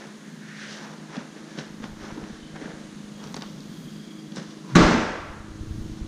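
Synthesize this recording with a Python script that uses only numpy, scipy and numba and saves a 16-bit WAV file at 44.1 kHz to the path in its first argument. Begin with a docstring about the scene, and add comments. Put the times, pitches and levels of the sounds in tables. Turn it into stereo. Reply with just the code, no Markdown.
"""In an open garage a distant machine, perhaps a rotor, buzzes and thumps about ten times a second.
From the start a driver climbs into a small car: cloth and soles rub, and shoes and knees knock.
Near 4.75 s the door slams: its panel rings, the latch snaps, the trim rattles and the garage echoes.
A small camera on the floor listens. It lets more bass through around 2 s and from the slam on,
and turns the loud slam down, recovering afterwards."""
import sys
import numpy as np
from scipy import signal
from scipy.fft import rfft, irfft
from scipy.io import wavfile
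from scipy.ndimage import uniform_filter1d
from numba import njit

SR = 44100
rng = np.random.default_rng(int(sys.argv[2]) if len(sys.argv) > 2 else 0)


def generate_wav(signal):
    """Clip the signal to [-1, 1] and save it as 16-bit WAV at the path in sys.argv[1]."""
    frames = np.transpose(np.atleast_2d(signal))
    scaled = np.clip(frames, -1, 1) * 32767
    pcm = np.round(scaled).astype(np.int16)
    wavfile.write(sys.argv[1], SR, pcm)


N = 267907

# The machine's buzz over time: time_s, pulse_rate_hz, level_db, upper_harmonics_lift_db, tick_db
BUZZ_COURSE = [(0, 26.29, -47.5, -17, -83), (1.1, 26.31, -45.5, -2.5, -79), (2.2, 26.4, -44, 1, -107),
               (2.7, 25.93, -42.5, -4, -76), (3.4, 26.04, -43, -8, -57), (3.75, 26.27, -43, -3.5, -56),
               (4.1, 26.2, -43.5, 0.5, -56), (4.8, 26.35, -46, 7.5, -57), (5.4, 26.4, -45, 4, -60),
               (6.07, 26.48, -43.5, 6.5, -62)]
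# How much of the air and rubbing noise both microphones share: pitch_hz, share (0 to 1)
NOISE_SHARE = [(100, 0.39), (350, 0.72), (700, 0.08), (2000, 0.069), (4000, 0.74), (8000, 0.045),
               (14000, 0.13)]
# The same for echo, rumble and door noise: pitch_hz, share (0 to 1)
ECHO_SHARE = [(100, 1), (300, 0.93), (600, 0.74), (1300, 0.014), (2300, 0.32), (4300, 0.81), (8000, 0.091),
              (14000, 0.17)]
# The camera case lifts the treble of close sounds and dulls the very top: pitch_hz, gain_db
CASE_TONE = [(6500, 0), (8000, 2), (10000, 6), (15000, -33)]


def undb(db):
    """Turn decibels into a gain."""
    return 10 ** (np.asarray(db) / 20)


def level(x, db):
    """Set a sound's average (RMS) level."""
    return x * undb(db) / np.sqrt(np.mean(x ** 2))


def curve(table):
    """Columns of a time table, one value per sample."""
    times, *columns = np.transpose(table)
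    return [np.interp(np.arange(N) / SR, times, column) for column in columns]


def along(table, hz):
    """Look up a pitch in a table of pitch_hz, value."""
    pitches, values = np.transpose(table)
    return np.interp(np.log(hz + 1), np.log(pitches), values)


def shape(x, gain):
    """Filter a sound with a gain for each frequency."""
    n = x.shape[-1]
    even = n + n % 2
    return irfft(rfft(x, even) * gain(np.arange(even // 2 + 1) * SR / even), even)[..., :n]


def colour(x, tone):
    """Filter a sound with a table of pitch_hz, gain_db."""
    return shape(x, lambda f: undb(along(tone, f)))


def band(x, hz, width_hz):
    """A resonance: keep the sound near one pitch."""
    return signal.lfilter(*signal.iirpeak(hz, hz / width_hz, SR), x)


def walk(rate_hz):
    """A random wander, typically of size 1."""
    step = int(SR / rate_hz)
    wander = uniform_filter1d(np.repeat(rng.standard_normal(N // step + 1), step), step)[:N]
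    return wander / wander.std()


def stereo_noise(tone, share, lag_samples=0):
    """Noise at two microphones: a shared part, which can reach the right later, plus their own."""
    common, left, right = colour(rng.standard_normal((3, N + N % 2)), tone)
    common = shape(common, lambda f: np.sqrt(along(share, f)))
    own = shape(np.array([left, right]), lambda f: np.sqrt(1 - along(share, f)))
    return (np.array([common, np.roll(common, lag_samples)]) + own)[:, :N]


def add(out, start_s, x):
    """Mix a sound in at a given time."""
    i = int(start_s * SR)
    out[..., i:i + x.shape[-1]] += x[..., :N - i]


def air():
    """A soft background hiss and a low rumble, both drifting in level."""
    # Tone of the hiss and of the rumble: pitch_hz, gain_db
    hiss_tone = [(210, -3.5), (350, -4.5), (400, -8), (550, -12), (870, -16.5), (1170, -14), (1420, -16),
                 (1630, -15), (2400, -20), (3260, -21), (4400, -21.5), (6500, -20), (7800, -28.5),
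                 (10000, -29), (11500, -42), (15000, -59)]
    rumble_tone = [(20, 14), (45, 5), (100, 16), (130, 10.5), (170, 10.5), (260, 7), (400, -8), (600, -30)]
    hiss = level(stereo_noise(hiss_tone, NOISE_SHARE, lag_samples=12), -44.5) * undb(0.68 * walk(3.08))
    rumble = level(stereo_noise(rumble_tone, ECHO_SHARE), -44.5) * undb(3.3 * walk(4.06))
    return hiss + rumble


def buzz_phase():
    """How far the buzz has turned, in radians; each full turn is one pulse."""
    return 2 * np.pi * np.cumsum(curve(BUZZ_COURSE)[0]) / SR


def machine_buzz():
    """About 26 pulses a second make a wavering buzz, with a high tick on each pulse."""
    # Tones at whole multiples of the pulse rate: multiple, gain_db
    harmonics = [(2, -17), (3, -16), (4, -12), (5, -14.5), (6, -4.5), (7, -13.5), (8, 0.5), (9, -8),
                 (10, -16), (11, -13), (12, -3), (13, -15.5), (14, -16.5), (15, -29), (16, -23), (17, -22),
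                 (18, -39), (20, -25.5)]
    _, level_db, lift_db, tick_db = curve(BUZZ_COURSE)
    phase, buzz = buzz_phase(), 0
    for multiple, gain_db in harmonics:
        gain = undb(gain_db + 1.82 * walk(4.4) + lift_db * (multiple > 10))
        smear = 0.021 * multiple ** 2  # the pulse arrives a little spread out
        buzz += gain * np.cos(multiple * phase + smear + 0.45 * walk(3.37))
    treble = band(band(rng.standard_normal(N), 6200, 2500), 6200, 2500)
    ticks = level(np.exp(60 * (np.cos(phase) - 1)) * treble, tick_db)
    return buzz * undb(level_db) + ticks * np.array([[1], [-1]])  # opposite signs sound wide


def machine_thumps():
    """Each thump is a short push of air, then a longer pull."""
    push_s, pull_s, lead_samples = 0.0024, 0.0051, 600
    out, t = np.zeros(N), np.arange(-lead_samples, 1200) / SR
    push = np.exp(-((t + 0.0035) / push_s) ** 2)
    pull = np.exp(-((t - 0.0045) / pull_s) ** 4)
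    wave = push - pull * push.sum() / pull.sum()  # as much air returns as was pushed
    for time_s in np.arange(0.081, N / SR, 0.10245):
        late, size = rng.standard_normal(2)
        add(out, time_s - lead_samples / SR + 0.00058 * late, wave * undb(-29.5 + 1.2 * size))
    return out


def fibre_slips():
    """Many tiny, uneven slips of fibres blend into a rough noise."""
    return stereo_noise(CASE_TONE, NOISE_SHARE) * undb(1.4 * walk(300) + 0.54 * walk(40))


def rub_gains():
    """Gains of the four rubbing layers: every rub swells to a peak and dies away."""
    # Rubs of cloth and soles: peak_s, rise_s, fall_s, scuff_db, hiss_db, drag_db, groan_db
    rubs = [(0.021, 0.11, 0.18, -46, -51, -45, -49.5), (0.28, 0.17, 0.18, -51.5, -69, -77, -77),
            (0.5, 0.16, 0.25, -45.5, -62, -61, -67), (0.62, 0.26, 0.39, -39, -47, -71, -64),
            (0.72, 0.17, 0.36, -54, -43, -60, -47), (0.85, 0.31, 0.35, -53, -61, -42.5, -51),
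            (1.16, 0.11, 0.17, -44, -46, -39.5, -46), (1.37, 0.066, 0.24, -51.5, -55, -52, -51),
            (1.5, 0.077, 0.71, -52.5, -52.5, -49.5, -57), (1.588, 0.046, 0.13, -42.5, -44.5, -49, -41),
            (1.835, 0.027, 0.11, -48, -48, -42.5, -42.5), (2.05, 0.14, 0.28, -48, -46.5, -41.5, -45),
            (2.105, 0.062, 0.057, -45, -55, -46, -48), (2.17, 0.025, 0.26, -62, -59, -48, -42),
            (2.33, 0.31, 0.31, -50.5, -55, -61, -53), (2.563, 0.026, 0.027, -41, -59, -57, -39),
            (2.64, 0.16, 0.33, -45, -53.5, -50, -40.5), (3.26, 0.19, 0.17, -56, -50, -46.5, -46),
            (3.37, 0.015, 0.033, -62, -43, -37, -40), (3.424, 0.022, 0.048, -47, -47, -37.5, -50),
            (3.46, .05, 0.66, -63, -52.5, -57, -52.5), (4.371, 0.016, 0.075, -42, -40, -45, -39),
            (4.41, 0.18, 0.42, -53, -49, -49.5, -48), (4.715, 0.087, 0.12, -58, -51, -44, -49),
            (6.0, 1, 0.27, -67, -56, -56.5, -59)]
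    span_db, bluntness = 20, 0.054  # a rise or fall covers about span_db
    t, power = np.arange(N) / SR, 0
    for peak_s, rise_s, fall_s, *layer_db in rubs:
        away = np.where(t < peak_s, (peak_s - t) / rise_s, (t - peak_s) / fall_s)
        swell = undb(-span_db * (np.hypot(away, bluntness) - bluntness))
        power += (undb(layer_db)[:, None] * swell) ** 2
    return np.sqrt(power)


def rubbing():
    """Cloth and soles slide: a scuff, a hiss above it, a dull drag below, and the seat frame groans."""
    # Tone of the cloth hiss: pitch_hz, gain_db
    hiss_tone = [(1200, -49), (2100, -18), (2800, 1), (3500, 2), (4600, -1.5), (6000, 1), (7500, -12),
                 (10000, -24), (15000, -35)]
    scuff_slips, hiss_slips = fibre_slips(), fibre_slips()
    cut_lows = signal.butter(4, 1250, "high", fs=SR, output="sos")
    scuff = signal.sosfilt(cut_lows, band(band(scuff_slips, 1660, 750), 1690, 810))
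    hiss = colour(hiss_slips, hiss_tone)
    drag = band(band(hiss_slips, 930, 1260), 930, 1260)
    groan = band(band(scuff_slips, 488, 410), 400, 370)
    layers = sum(level(x, 0) * gain for x, gain in zip((scuff, hiss, drag, groan), rub_gains()))
    return layers + whistles(scuff_slips)


def knocks():
    """Shoes, knees, seat and handle bump: a click, a dry knock and a low thud of floor or seat."""
    # Bumps: start_s, click_db, click_hz, knock_db, thud_db, thud_hz, left_minus_right_db
    bumps = [(0.278, -62, 2510, -60, -34, 202, -1), (0.981, -43, 3180, -49, -76, 218, -12),
             (1.157, -40, 1900, -41, -42, 270, 0), (1.1665, -32, 3250, -30, -30, 270, 0),
             (1.177, -55, 2810, -45, -22.5, 221, 0), (1.5767, -45, 3000, -43, -32, 233, -1),
             (1.5864, -34, 3840, -28, -22.5, 202, 0), (1.5882, -27, 2880, -28, -33, 186, 3),
             (1.594, -31, 4150, -29, -29, 186, -2), (1.8, -55, 3080, -41, -29.5, 229, 4),
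             (1.836, -45, 1700, -40, -41, 230, 3), (1.8405, -32, 3200, -28.5, -31.5, 230, 0),
             (2.1757, -54, 1800, -35, -27.5, 294, 0), (2.2388, -56, 1800, -38, -30.5, 202, -1),
             (2.3008, -48, 3400, -64, -32, 206, 0), (2.5587, -42, 3300, -35, -37, 207, 9),
             (2.562, -50, 1700, -39, -45, 238, 2), (2.6144, -47, 1800, -29, -33.5, 400, 1),
             (2.6195, -52, 1800, -36, -28, 260, 1), (2.658, -51, 2660, -42, -29.5, 198, -1),
             (2.69, -43, 3280, -57, -31.5, 171, 1), (3.0003, -51, 3840, -48, -35, 218, 3),
             (3.239, -32.5, 4320, -31.5, -41, 306, 8), (3.2717, -36, 4600, -50, -43, 222, 4),
             (3.311, -39, 4000, -50, -46, 221, 2), (3.326, -37, 8200, -60, -55, 220, 2),
             (3.358, -37, 9200, -60, -55, 220, 9), (3.3428, -24.5, 4100, -26.5, -33, 230, 2.5),
             (3.3655, -26, 4300, -41, -39, 203, 4), (3.4106, -35, 4000, -41, -54, 248, 8),
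             (3.4216, -24.5, 3480, -27.5, -49, 221, 6), (3.6048, -32.5, 4400, -59, -51, 212, -1),
             (4.3201, -36, 3460, -53, -33, 201, 1), (4.3605, -27.5, 5200, -49, -33, 169, 3),
             (4.369, -38, 3900, -35, -30.5, 218, -2), (4.3829, -41, 3600, -35, -26.5, 181, 1),
             (4.414, -46, 3600, -44, -28, 187, 3), (4.428, -40, 4000, -50, -47, 200, 1),
             (4.6427, -53, 3514, -58, -32.5, 200, 0), (4.699, -42, 3340, -35, -30, 210, 1)]
    click_fade_s, knock_fade_s, thud_hold_s = 0.0021, 0.0037, 0.01
    out, t = np.zeros((2, N)), np.arange(2 * int(0.07 * SR)) / SR
    for start_s, click_db, hz, knock_db, thud_db, thud_hz, pan_db in bumps:
        noise = rng.standard_normal((2, len(t)))
        noise[:, 0] = 3  # the first contact is sharp
        tick = noise[0] * np.exp(-t / click_fade_s)
        ring = band(tick, hz, hz * 0.2) + 0.72 * band(tick, 1.34 * hz, hz * 0.25)
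        click = band(ring, 1.25 * hz, hz * 0.88) + 0.05 * band(tick, 12000, 5000)
        knock = band(band(noise[1] * np.exp(-t / knock_fade_s), 660, 1600), 660, 1600)
        thud_swell = np.exp(-(t / thud_hold_s) ** 2) * (1 - np.exp(-t / 0.0013))
        thud = np.sin(2 * np.pi * thud_hz * t) * thud_swell
        parts = (click, click_db), (knock, knock_db), (thud, thud_db)
        bump = colour(sum(x / np.abs(x).max() * undb(db) for x, db in parts), CASE_TONE)
        pair = np.array([bump, np.roll(bump, 2)])  # the left microphone hears it first
        add(out, start_s, pair * undb([[pan_db / 2], [-pan_db / 2]]))
    return out


def garage_echo(x):
    """The garage returns a wash of echo, each octave fading at its own pace."""
    # Time the echo takes to fall by 60 dB: pitch_hz, fade_s
    fades = [(100, 0.43), (300, 0.65), (700, 0.88), (1300, 1.066), (2500, 0.88), (4000, 0.4), (7000, 0.27),
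             (13000, 0.41)]
    t, tail = np.arange(2 * int(0.75 * SR)) / SR, 0
    tone = [(20, -34), (200, -10.5), (600, -2), (20000, 0)]  # pitch_hz, gain_db
    noise = stereo_noise(tone, ECHO_SHARE)[:, :len(t)]
    for hz in 40 * 2. ** np.arange(10):
        octave = shape(noise, lambda f: np.cos(np.pi / 2 * np.clip(np.log2((f + 1) / hz), -1, 1)) ** 2)
        tail += octave * undb(-60 * t / along(fades, hz))
    tail *= np.minimum(t / 0.019, 1)  # the echo takes a moment to build
    tail /= np.sqrt(np.sum(tail ** 2) / 2)
    return signal.fftconvolve(x.mean(0)[None], tail, axes=1)[:, :N]


def whistles(slips):
    """Narrow bands of the slip noise make thin whistles that flicker with the buzz."""
    # Whistles: start_s, end_s, pitch_hz, width_hz, level_db
    notes = [(2.43, 2.49, 3050, 80, -58), (2.7, 3.25, 2930, 70, -66), (3.149, 3.6, 3280, 70, -65.5),
             (3.72, 4.28, 3260, 89, -65), (4.0, 4.26, 2300, 69, -67), (3.72, 4.25, 3300, 50, -66.5),
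             (3.78, 4.1, 3200, 60, -68), (3.7, 5.2, 4733, 86, -64.5), (4.685, 4.72, 1000, 110, -51)]
    t, out, fade_db_per_s = np.arange(N) / SR, 0, 160
    for start_s, end_s, hz, width_hz, db in notes:
        fade_db = fade_db_per_s * np.maximum(0, np.maximum(start_s - t, t - end_s))
        flicker_db = 2.7 * walk(30) + 4 * np.cos(buzz_phase())
        out += level(band(slips, hz, width_hz), db) * undb(flicker_db - fade_db)
    return out


def door_slam():
    """The door lands on seal, latch and frame, then rebounds; each blow rings, snaps and rattles."""
    # Blows and their relative strengths: start_s, ring_db, snap_db, rattle_db
    blows = [(4.748, -44, -48, -44), (4.7522, -26, -16, -22), (4.7555, -7, -0.5, -13),
             (4.7613, -20, -3.5, -18), (4.7665, -16.5, -6.5, -15.5), (4.7787, -16, -20, -20),
             (4.793, -12, -22, -25), (4.809, -16, -27, -21), (4.828, -18.5, -22, -21),
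             (4.875, -20, -19, -24), (4.908, -24, -17, -26), (4.94, -23, -20, -32.5), (4.96, -32, -28, -47)]
    # Ringing tones of the door panel: pitch_hz, gain_db, fade_s (to fall by 60 dB)
    panel_tones = [(95.8, -14, 0.34), (75.4, -14.5, 0.44), (149, -2.5, 0.31), (176, 4, 0.2),
                   (198, -3, 0.32), (227.8, -1.5, 0.34), (246.3, -0.5, 0.3), (287, -13, 0.47),
                   (319.3, -2, 0.32), (402, -8, 0.29), (463, -11, 0.3), (507, -12, 0.19),
                   (601, -10.5, 0.44), (1126, -6, 0.09), (1335, -19, 0.23)]
    # Tone of the latch, and of the glass and trim: pitch_hz, gain_db
    latch_tone = [(470, -40), (800, 0), (1630, 3.5), (2930, -22), (4080, -9.5), (4670, -22), (6270, -11),
                  (7630, -25), (9400, -34), (10900, -47), (13200, -40), (15000, -47)]
    trim_tone = [(110, -5.5), (280, -1.5), (480, -3), (891, -4.5), (1540, -4.5), (2370, -13), (2660, -15),
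                 (3980, -19.5), (6140, -20), (9050, -36.5), (10600, -53), (13000, -52), (14100, -57),
                 (15000, -109)]
    out, t = np.zeros((2, N)), np.arange(int(0.6 * SR)) / SR
    cushion = 1 - np.exp(-(t / 0.0021) ** 2)  # rubber seals soften the contact
    latch, trim = (level(stereo_noise(tone, ECHO_SHARE), 0) for tone in (latch_tone, trim_tone))
    for i, (start_s, ring_db, snap_db, rattle_db) in enumerate(blows):
        ring = 0
        for hz, db, fade_s in panel_tones:
            louder, detune, phase = rng.uniform(-1.33, 1, 3)
            fade = undb(db + 1.5 * louder - 60 * t / fade_s)
            ring += fade * np.sin(2 * np.pi * hz * (1 + 0.012 * detune) * t + 0.6 * phase)
        stretch = i * len(t) // 2 + np.arange(len(t))  # each blow starts further into the noise
        snap = latch[:, stretch] * np.exp(-t / 0.0039) * (1 - np.exp(-t / 0.00029))
        rattle = trim[:, stretch] * np.exp(-t / 0.11)
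        body = undb(ring_db) * ring + undb(rattle_db) * rattle
        add(out, start_s, cushion * body + undb(snap_db) * snap)
    return out


def case_shading(x):
    """The camera case shades the slam and its echo differently at each microphone."""
    # Balance: pitch_hz, left_minus_right_db
    balance = [(150, 0), (400, 0.5), (700, 2), (1270, -5), (2300, -1), (4300, -1.5), (8000, 0), (14000, -2)]
    return shape(x, lambda f: undb(along(balance, f) / 2 * np.array([[1], [-1]])))


def cabin_boom():
    """The slam booms in the air of the car: two deep pulses, the second stronger."""
    # Air pulses: centre_s, gain_db, half_length_s
    pulses = [(4.796, -20, .022), (4.848, -13.5, 0.023)]
    out, pitch_hz = 0, 39.5
    for centre_s, db, half_s in pulses:
        t = np.arange(N) / SR - centre_s
        out += undb(db) * np.exp(-(t / half_s) ** 2) * np.cos(2 * np.pi * pitch_hz * t)
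    return out


def scene():
    """Mix all the sources; only the knocks and the slam get an echo."""
    bumps, slam = knocks(), door_slam() + cabin_boom()
    background = air() + machine_buzz() + machine_thumps()
    driver = rubbing() + bumps + undb(-6.5) * garage_echo(bumps)
    door = case_shading(undb(4) * slam + undb(-2.5) * garage_echo(slam))
    return background + driver + door


@njit
def follow(x, rise_s, fall_s):
    """Track a level, rising and falling at separate speeds."""
    held, out = 0., np.empty(len(x))
    for i in range(len(x)):
        held += (x[i] - held) / (SR * (rise_s if x[i] > held else fall_s))
        out[i] = held
    return out


def record(dry):
    """The camera holds back the bass by a changing amount, turns loud sound down and cuts the top."""
    # Gain of the bass below the low-cut: time_s, gain_db
    bass_course = [(0, -35), (1.55, -32), (1.85, -7), (2.3, -9.5), (3.0, -19), (4.736, -30), (4.752, -5),
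                   (4.8, -1), (5.4, 1), (5.75, 4.5), (6.07, 3)]
    lowcut_hz, top_hz, threshold_db = 134.7, 15100, -20
    bass = shape(dry, lambda f: 1 / (1 + (f / lowcut_hz) ** 36))
    x = dry + (undb(curve(bass_course)[0]) - 1) * bass
    loudness = follow(np.abs(x).max(0), rise_s=0.00089, fall_s=0.25)
    gain = 1.033 * np.minimum(1, undb(threshold_db) / (loudness + 1e-9)) ** 0.26
    rounded = np.tanh(x * gain)  # softens the tallest peaks
    return signal.sosfilt(signal.ellip(14, 0.3, 60, top_hz, fs=SR, output="sos"), rounded)


dry = scene()
out = record(dry)
generate_wav(out)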